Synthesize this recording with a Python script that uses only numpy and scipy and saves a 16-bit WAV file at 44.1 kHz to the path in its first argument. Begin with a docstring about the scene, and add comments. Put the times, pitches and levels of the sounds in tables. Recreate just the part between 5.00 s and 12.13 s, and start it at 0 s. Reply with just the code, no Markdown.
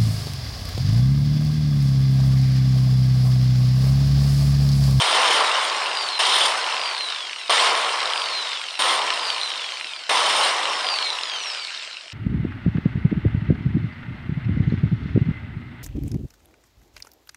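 """A corded drill coasting down

A drill runs five times, close by on a carpet: full power for a moment, then a long coast.
As friction and air drag slow the rotor, its shaft orders whine downward and the loose gears rattle
over air, gear and brush noise in a quiet room. Each run is spliced hard onto the one before,
and a camera with a low sampling rate dulls the treble and mirrors it upward."""
import sys
import numpy as np
from scipy import signal
from scipy.fft import rfft, irfft, next_fast_len
from scipy.io import wavfile
from scipy.ndimage import uniform_filter1d, map_coordinates

SR = 44100
rng = np.random.default_rng(int(sys.argv[2]) if len(sys.argv) > 2 else 0)


def generate_wav(sig):
    """Save sig (samples, or channels by samples) to the path in sys.argv[1] as 16-bit PCM at SR."""
    pcm = np.round(np.clip(np.atleast_2d(sig).T, -1, 1) * 32767).astype(np.int16)
    wavfile.write(sys.argv[1], SR, pcm)


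N = 314433

# Each row: start in seconds, trigger release in seconds, shaft speed under power in Hz,
# deceleration by friction in Hz per second.
RUNS = [(0, .4, 671.8, 206.1), (1.19, 1.5, 570, 207.9), (2.495, 2.7, 631, 200.4),
        (3.791, 3.98, 540.1, 196.3), (5.093, 5.52, 577.7, 195.9)]


def motor_noise(level_db):
    """Source and filter: cooling air, meshing gears and sparking brushes excite the plastic shell."""
    # Noise spectra. Each row: frequency in Hz, relative density in dB.
    air_spectrum = [(71, -78), (120, -43.5), (461, -10), (492, -9.5), (642, -6), (757, -6), (1090, -1),
                    (1620, -11), (1840, -5.5), (2500, -11.5), (3250, -41), (5500, -120)]
    gear_spectrum = [(820, -31), (1400, -0.5), (1930, -0.5), (2090, -1.5), (2560, 0), (2780, 3.5),
                     (3480, -11), (4090, 0), (4770, -5), (6430, -13.5), (8000, -11.5), (10400, -45),
                     (17600, -120)]
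    brush_spectrum = [(2000, -33), (2700, 5.5), (3100, 12), (3700, 7.5), (4600, -0.5), (6000, -5),
                      (7000, -6.5), (8300, -12.5), (8600, 2), (9000, 5.5), (9600, -4), (11000, -17.5),
                      (11100, -72)]
    # Shell resonances. Each row: centre in Hz, width in Hz, gain in dB.
    modes = [(525, 18, 1), (755, 18, 5.5), (887, 40, 3.5), (1028, 88, 3.5), (1298, 18, 5),
             (1890, 140, -3.5), (2480, 77, -2.5), (3063, 60, 4.5), (3626, 230, 4.5), (5290, 740, 5.5)]
    roar_db, hiss_db, fizz_db = level_db[:3] + 0.65 * np.array([wobble(6), wobble(6), wobble(6)])
    roar = amp(roar_db - 2) * rush(air_spectrum, patchy_db=1.32, flutter_db=-0.7)
    hiss = amp(hiss_db - 4) * rush(gear_spectrum, patchy_db=2.5, flutter_db=1)
    fizz = amp(fizz_db + 8) * rush(brush_spectrum, patchy_db=2.1, flutter_db=1.5)
    shell = lambda hz: amp(sum(db / (1 + (2 * (hz - mid) / width) ** 2) for mid, width, db in modes))
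    return filtered(roar + hiss + fizz, shell)


def whine(level_db):
    """Periodic forcing: blades and teeth sound at multiples of the shaft speed as the rotor coasts."""
    # Transmission out of the case. Each row: frequency in Hz, gain in dB.
    vents = [(250, -52), (480, -24), (1500, -26), (2300, -12), (3100, -6), (4000, -3), (4800, -3),
             (5400, -10), (6000, -18), (6800, -27), (9600, -31), (12000, -50)]
    # Fan overtones, then unbalance and tooth meshes. Each entry: shaft order, relative level in dB.
    fan_orders = {22: 0, 33: -1, 44: -3, 55: -8}
    gear_orders = {1: 13, 5: -1, 6: 6, 10: -1, 16: 2, 27: -6, 49: -8}
    blades, echo_s, lifted_s = 11, 1 / 730, 6.4
    fan_db, overtone_db, gear_db = level_db[3:]
    _, since_release, shaft_hz = rotor()
    turns = np.cumsum(shaft_hz) / SR
    t = np.arange(N) / SR
    reflection = 0.4 * np.clip((lifted_s - t) / 0.26, 0, 1)  # fades as the drill is lifted

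    def floor_comb(order):
        """Interference with the floor's echo weakens evenly spaced frequencies."""
        return np.abs(1 - reflection * np.exp(2j * np.pi * order * shaft_hz * echo_s))

    def tone(order, db):
        """One shaft order, coloured by the case and wavering in level and phase."""
        gain = amp(db + along(vents, order * shaft_hz) + 1.8 * wobble(16))
        return gain * np.sin(2 * np.pi * order * turns + 0.75 * wobble(60))

    fan = floor_comb(blades) * tone(blades, fan_db)
    overtones = sum(floor_comb(k) * tone(k, overtone_db + db) for k, db in fan_orders.items())
    gears = sum(tone(k, gear_db + db) for k, db in gear_orders.items())
    coasting = np.clip(since_release / 0.057, 0, 1)
    return coasting * (fan + overtones + gears)


def gear_rattle(level_db):
    """Backlash: loose teeth give clear knocks and, between them, a fairly even, slowing rattle."""
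    # Clear knocks. Each row: start in seconds, relative peak in dB, centre in Hz.
    knocks = [(0.1277, -11.5, 3060), (0.4454, -12, 2660), (0.4639, -20, 3240), (0.6986, -12.5, 3320),
              (0.7592, -26, 2600), (0.8335, -16.5, 2450), (0.8947, -19, 2810), (0.9717, -10, 3710),
              (1.0397, -14.5, 3710), (1.088, -10.5, 4000), (1.1314, -17.5, 4160), (1.2037, -7, 2980),
              (1.322, -6, 3260), (1.4292, -15, 3070), (1.6417, -12, 2970), (1.767, -13, 3120),
              (1.795, -14, 2790), (1.8146, -13, 2940), (1.836, -14, 2800), (1.9792, -12, 4140),
              (2.3105, -18.5, 2820), (2.3313, -16, 2710), (2.4797, -18.5, 3630), (2.4953, -12, 4100),
              (2.5374, -12, 3260), (2.7033, -10, 2450), (2.7515, -10.5, 3280), (2.7751, -17, 3570),
              (2.8929, -12, 2880), (2.9717, -16, 2920), (3.004, -11.5, 3930), (3.0294, -12.5, 3000),
              (3.056, -11, 3710), (3.1004, -12.5, 3660), (3.1218, -15, 3740), (3.1346, -7.5, 3070),
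              (3.1588, -13, 2760), (3.177, -9.5, 3220), (3.1982, -15, 3800), (3.2184, -11, 3140),
              (3.2406, -14, 3820), (3.259, -12.5, 3170), (3.2865, -13, 4040), (3.5168, -14, 2840),
              (3.5726, -16.5, 2850), (3.6145, -16.5, 2560), (3.7414, -19, 2810), (3.7744, -20, 2650),
              (3.7915, -22, 3430), (3.8215, -7, 3050), (4.0178, -13, 3060), (4.078, -15, 2520),
              (4.1036, -7.5, 2920), (4.1266, -12, 2870), (4.2687, -22, 2700), (4.2856, -18, 4090),
              (4.302, -10, 3710), (4.4139, -12, 4170), (4.4324, -11, 4080), (4.5032, -14, 3800),
              (4.6898, -16, 2910), (4.7212, -15, 3120), (4.7387, -20, 3780), (4.811, -13.5, 2810),
              (4.9352, -18, 2790), (5.0964, -7, 3270), (5.172, -9, 3200), (5.4111, -11, 3030),
              (5.632, -12.5, 2980), (5.6546, -13, 2860), (5.6731, -15, 2970), (5.715, -18, 3020),
              (5.7334, -12.5, 2730), (5.8676, -13, 3710), (5.8871, -8, 3700), (5.9193, -16, 3390),
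              (5.9868, -9.5, 3370), (6.0262, -12, 3280), (6.0467, -12.5, 4160), (6.1026, -11.5, 3960),
              (6.211, -14.5, 2870), (6.2343, -13, 4080), (6.2552, -17, 3090), (6.4368, -15.5, 3530),
              (6.4578, -17, 2800), (6.4874, -27, 2950), (6.5168, -25, 3790), (6.5338, -17, 3700),
              (6.5477, -20, 3040), (6.5846, -22.5, 2370), (6.6709, -19.5, 4200), (6.7044, -20.5, 3100),
              (6.7283, -26.5, 3680), (6.9109, -26, 2910), (6.9438, -26, 3170), (6.9688, -19, 2870),
              (7.0571, -30, 2490), (7.0805, -25, 2570), (7.101, -23, 2770)]
    # Each row: shaft speed in Hz, ticks per second.
    tick_rates = [(80, 36), (250, 42), (400, 54), (680, 52)]
    # Each row: shaft speed in Hz, dB added to the level curve of the gear hiss.
    tick_levels = [(80, 11), (200, 13), (300, 13), (400, 11.5), (500, 10.5), (600, 5.5)]
    scatter_s, spread_db, clearance_s = 0.002, 1.8, 0.011
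    clear, ticks = np.zeros(N + SR), np.zeros(N + SR)
    for start, db, hz in knocks:
        knock = amp(db - 0.75) * tooth_knock(hz, t60=0.0082)
        clear[round(start * SR):][:len(knock)] += knock
    clear_starts = np.array(knocks)[:, 0]
    _, _, shaft_hz = rotor()
    tick_count = np.floor(np.cumsum(curves(tick_rates, shaft_hz)[0]) / SR)
    for start in np.flatnonzero(np.diff(tick_count)) / SR:
        late, size, pitch = rng.standard_normal(3)
        tick = amp(spread_db * size) * tooth_knock(3250 * np.exp(0.1 * pitch), t60=0.011)
        if np.abs(clear_starts - start).min() > clearance_s:
            onset = max(round((start + scatter_s * late) * SR), 0)
            ticks[onset:][:len(tick)] += tick
    tick_gain = amp(level_db[1] + curves(tick_levels, shaft_hz)[0])
    return clear[:N] + tick_gain * ticks[:N]


def tooth_knock(hz, t60):
    """Impact excitation: a tooth slaps back and housing modes near hz ring over a broad tick; peak 1."""
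    # Modes of the gear housing in Hz.
    modes_hz = np.array([2146, 2474, 2867, 3207, 3740, 4073, 4730])
    noise = rng.standard_normal(600)
    t = np.arange(len(noise)) / SR
    sizes = amp(-32 * np.abs(np.log(modes_hz / hz)) + 3.5 * noise[:len(modes_hz)])
    phases = 3 * noise[-len(modes_hz):, None]
    ring = sizes @ np.sin(2 * np.pi * modes_hz[:, None] * t + phases)
    contact_band = signal.butter(4, [1100, 5200], btype="band", fs=SR, output="sos")
    contact = 0.5 * unit(signal.sosfilt(contact_band, noise))
    envelope = amp(-60 * t / t60) * (1 - np.exp(-t / 0.0007))
    burst = (ring + contact) * envelope
    return burst / np.abs(burst).max()


def rotor():
    """Friction and linear drag slow the shaft. Per sample: run, seconds since release, speed in Hz."""
    drag_per_s = 0.365  # air drag of the fan
    t = np.arange(N) / SR
    start, release, powered_hz, friction = np.transpose(RUNS)
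    run = np.searchsorted(start, t, side="right") - 1
    since_release = t - release[run]
    friction_hz = friction[run] / drag_per_s
    decay = np.exp(-drag_per_s * np.maximum(since_release, 0))
    return run, since_release, (powered_hz[run] + friction_hz) * decay - friction_hz


def levels():
    """Radiation follows speed: relative dB of roar, hiss, fizz, fan tone, fan overtones, gear tones."""
    # Each row: shaft speed in Hz, then the six levels in dB while coasting.
    coasting = [(80, -66, -45.5, -72, -43, -54, -47), (153, -54.5, -38, -64, -37, -42, -52),
                (229, -46, -35, -51.5, -33, -43, -37.5), (293, -40.5, -32.5, -51, -34, -34, -46.5),
                (332, -37, -30, -48.5, -26.5, -41, -41.5), (365, -35, -31.5, -46, -28.5, -40, -36.5),
                (413, -31.5, -29.5, -45, -28, -39, -40.5), (510, -27.5, -26.5, -43, -32, -43, -46.5),
                (587, -24.5, -24.5, -38.5, -34, -41, -44), (680, -20, -23.5, -37.5, -35, -44, -42)]
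    # The drill swings away. Each row: time in seconds, then dB added to the six coasting levels.
    swing = [(5.85, 1.9, 0.17, 0, 1, 4.5, 0.7), (6.05, 2.5, 2.5, 1, 5, 4, 8),
             (6.22, 3, -1.5, 3.5, -11, 15, 5), (6.35, 4.5, 1.5, -3.5, 11.5, 15, 12),
             (6.5, 5.5, 3.5, -1, -6, 19, -1), (6.63, 7, 2.5, 1, 9, 8, -4), (6.7, 4, 5, 2.5, -8, 1, -7),
             (6.95, 9, 3.5, 6, 4, 5, 0), (7.13, 1, 5, 7, 2, 0.1, 0)]
    # Under power. Each row, one per run: roar at the start, roar at release, hiss, fizz, all in dB.
    powered = [(-20.5, -18, -23, -33), (-22.5, -20, -22, -31.5), (-18.5, -19.5, -20, -31),
               (-21.5, -22, -25, -32), (-19.5, -22, -23, -32.5)]
    # Each row, one per run: lift of the fan tone in dB, lift of the gear tones at release in dB.
    tone_lifts = [(0, 10), (0, 1), (0, 5), (0, 3), (1.5, -3)]
    lead_s, fade_s = 0.04, 0.081  # power starts to fade just before release
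    slack_db, slack_s, settle_s = -2.5, 0.11, 0.5
    run, since_release, shaft_hz = rotor()
    first_db, last_db, hiss_db, fizz_db = np.array(powered)[run].T
    fan_lift_db, gear_lift_db = np.array(tone_lifts)[run].T
    powered_s = np.array([release - start for start, release, *_ in RUNS])[run]
    roar_db = last_db + (last_db - first_db) * np.minimum(since_release, 0) / powered_s
    power_off = np.clip((since_release + lead_s) / fade_s, 0, 1)
    level_db = curves(coasting, shaft_hz) + curves(swing, np.arange(N) / SR)
    # Hiss and fizz dip while the gears unload.
    level_db[1:3] += slack_db * np.exp(-np.maximum(since_release, 0) / slack_s)
    level_db[:3] = power_off * level_db[:3] + (1 - power_off) * [roar_db, hiss_db, fizz_db]
    level_db[3] += fan_lift_db
    level_db[5] += gear_lift_db * np.clip(2 - 2 * since_release / settle_s, 0, 1)
    return level_db


def room_hum():
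    """Ambient noise: a quiet, fluttering band, strongest in the low midrange."""
    # Each row: frequency in Hz, relative density in dB.
    spectrum = [(15, -71), (25, -45), (70, -44), (248, -17), (484, -10), (537, -13), (626, 0.5),
                (810, -12.5), (1500, -15.5), (1950, -27.5), (3300, -120)]
    return amp(-54.5) * rush(spectrum, patchy_db=3, flutter_db=4.7)


def rush(spectrum, patchy_db, flutter_db):
    """Modulated noise of rms 1: random patches of gain in time and frequency, and a fast flutter."""
    bins = signal.stft(rng.standard_normal(N), nperseg=512)[2]
    patches = uniform_filter1d(rng.standard_normal(bins.shape), size=4, axis=0)
    patches = uniform_filter1d(patches, size=7, axis=1)
    noise = signal.istft(bins * amp(patchy_db * unit(patches)), nperseg=512)[1][:N]
    flutter = amp(flutter_db * wobble(120))
    return unit(filtered(flutter * noise, lambda hz: amp(along(spectrum, hz))))


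def wobble(rate):
    """A smooth random curve with rate knots per second."""
    knots = rng.standard_normal(int(N * rate / SR) + 4)
    return map_coordinates(knots, [np.arange(N) * rate / SR])


def filtered(x, response):
    """Zero-phase filtering: the spectrum of x times response(hz)."""
    size = next_fast_len(N + SR // 2)
    return irfft(rfft(x, size) * response(np.fft.rfftfreq(size, 1 / SR)), size)[..., :N]


def along(points, hz):
    """Interpolation of (Hz, value) points on a logarithmic frequency axis."""
    point_hz, values = np.transpose(points)
    return np.interp(np.log(hz + 1), np.log(point_hz + 1), values)


def curves(rows, at):
    """Linear interpolation of each later column against the first."""
    axis, *columns = np.transpose(rows)
    return np.array([np.interp(at, axis, column) for column in columns])


def amp(db):
    """Amplitude ratio of a level in dB."""
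    return 10 ** (np.asarray(db) / 20)


def unit(x):
    """Normalisation to rms 1."""
    return x / np.sqrt(np.mean(x ** 2) + 1e-20)


def scene():
    """Superposition of the drill and the room in one channel."""
    level_db = levels()
    return (motor_noise(level_db) + whine(level_db) + gear_rattle(level_db) + room_hum())[None]


def record(dry):
    """Spectral imaging: the camera dulls the treble and mirrors it about SR / 4; splices dip to zero."""
    # Leak of the mirrored band. Each row: frequency in Hz, gain in dB.
    leak = [(10900, -85), (11100, 17.5), (12300, -11), (13400, -31.5), (13700, -38), (15800, -39)]
    # Each row: time, fade-out and fade-in, all in seconds.
    splices = [(1.1882, 0.0053, 0.0056), (2.494, .003, 0.0025), (3.79, 0.0029, .0003),
               (5.092, 0.004, .0003)]
    bass_hz, edge_hz, top_hz = 130, 9620, 17000  # the small microphone also loses bass
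    dull = filtered(dry, lambda hz: np.where(hz < edge_hz, 1, amp(-24) * (hz < SR / 4)))
    mirrored = dull * (-1.) ** np.arange(N)  # swaps f and SR / 2 - f
    sound = dull + filtered(mirrored, lambda hz: amp(along(leak, hz)) * (hz < 15800))
    t = np.arange(N) / SR
    for at, out_s, in_s in splices:
        sound *= np.clip(np.maximum((at - t) / out_s, (t - at) / in_s), 0, 1)
    return filtered(sound, lambda hz: (hz < top_hz) * hz / np.hypot(hz, bass_hz))


dry = scene()
out = record(dry)
generate_wav(out)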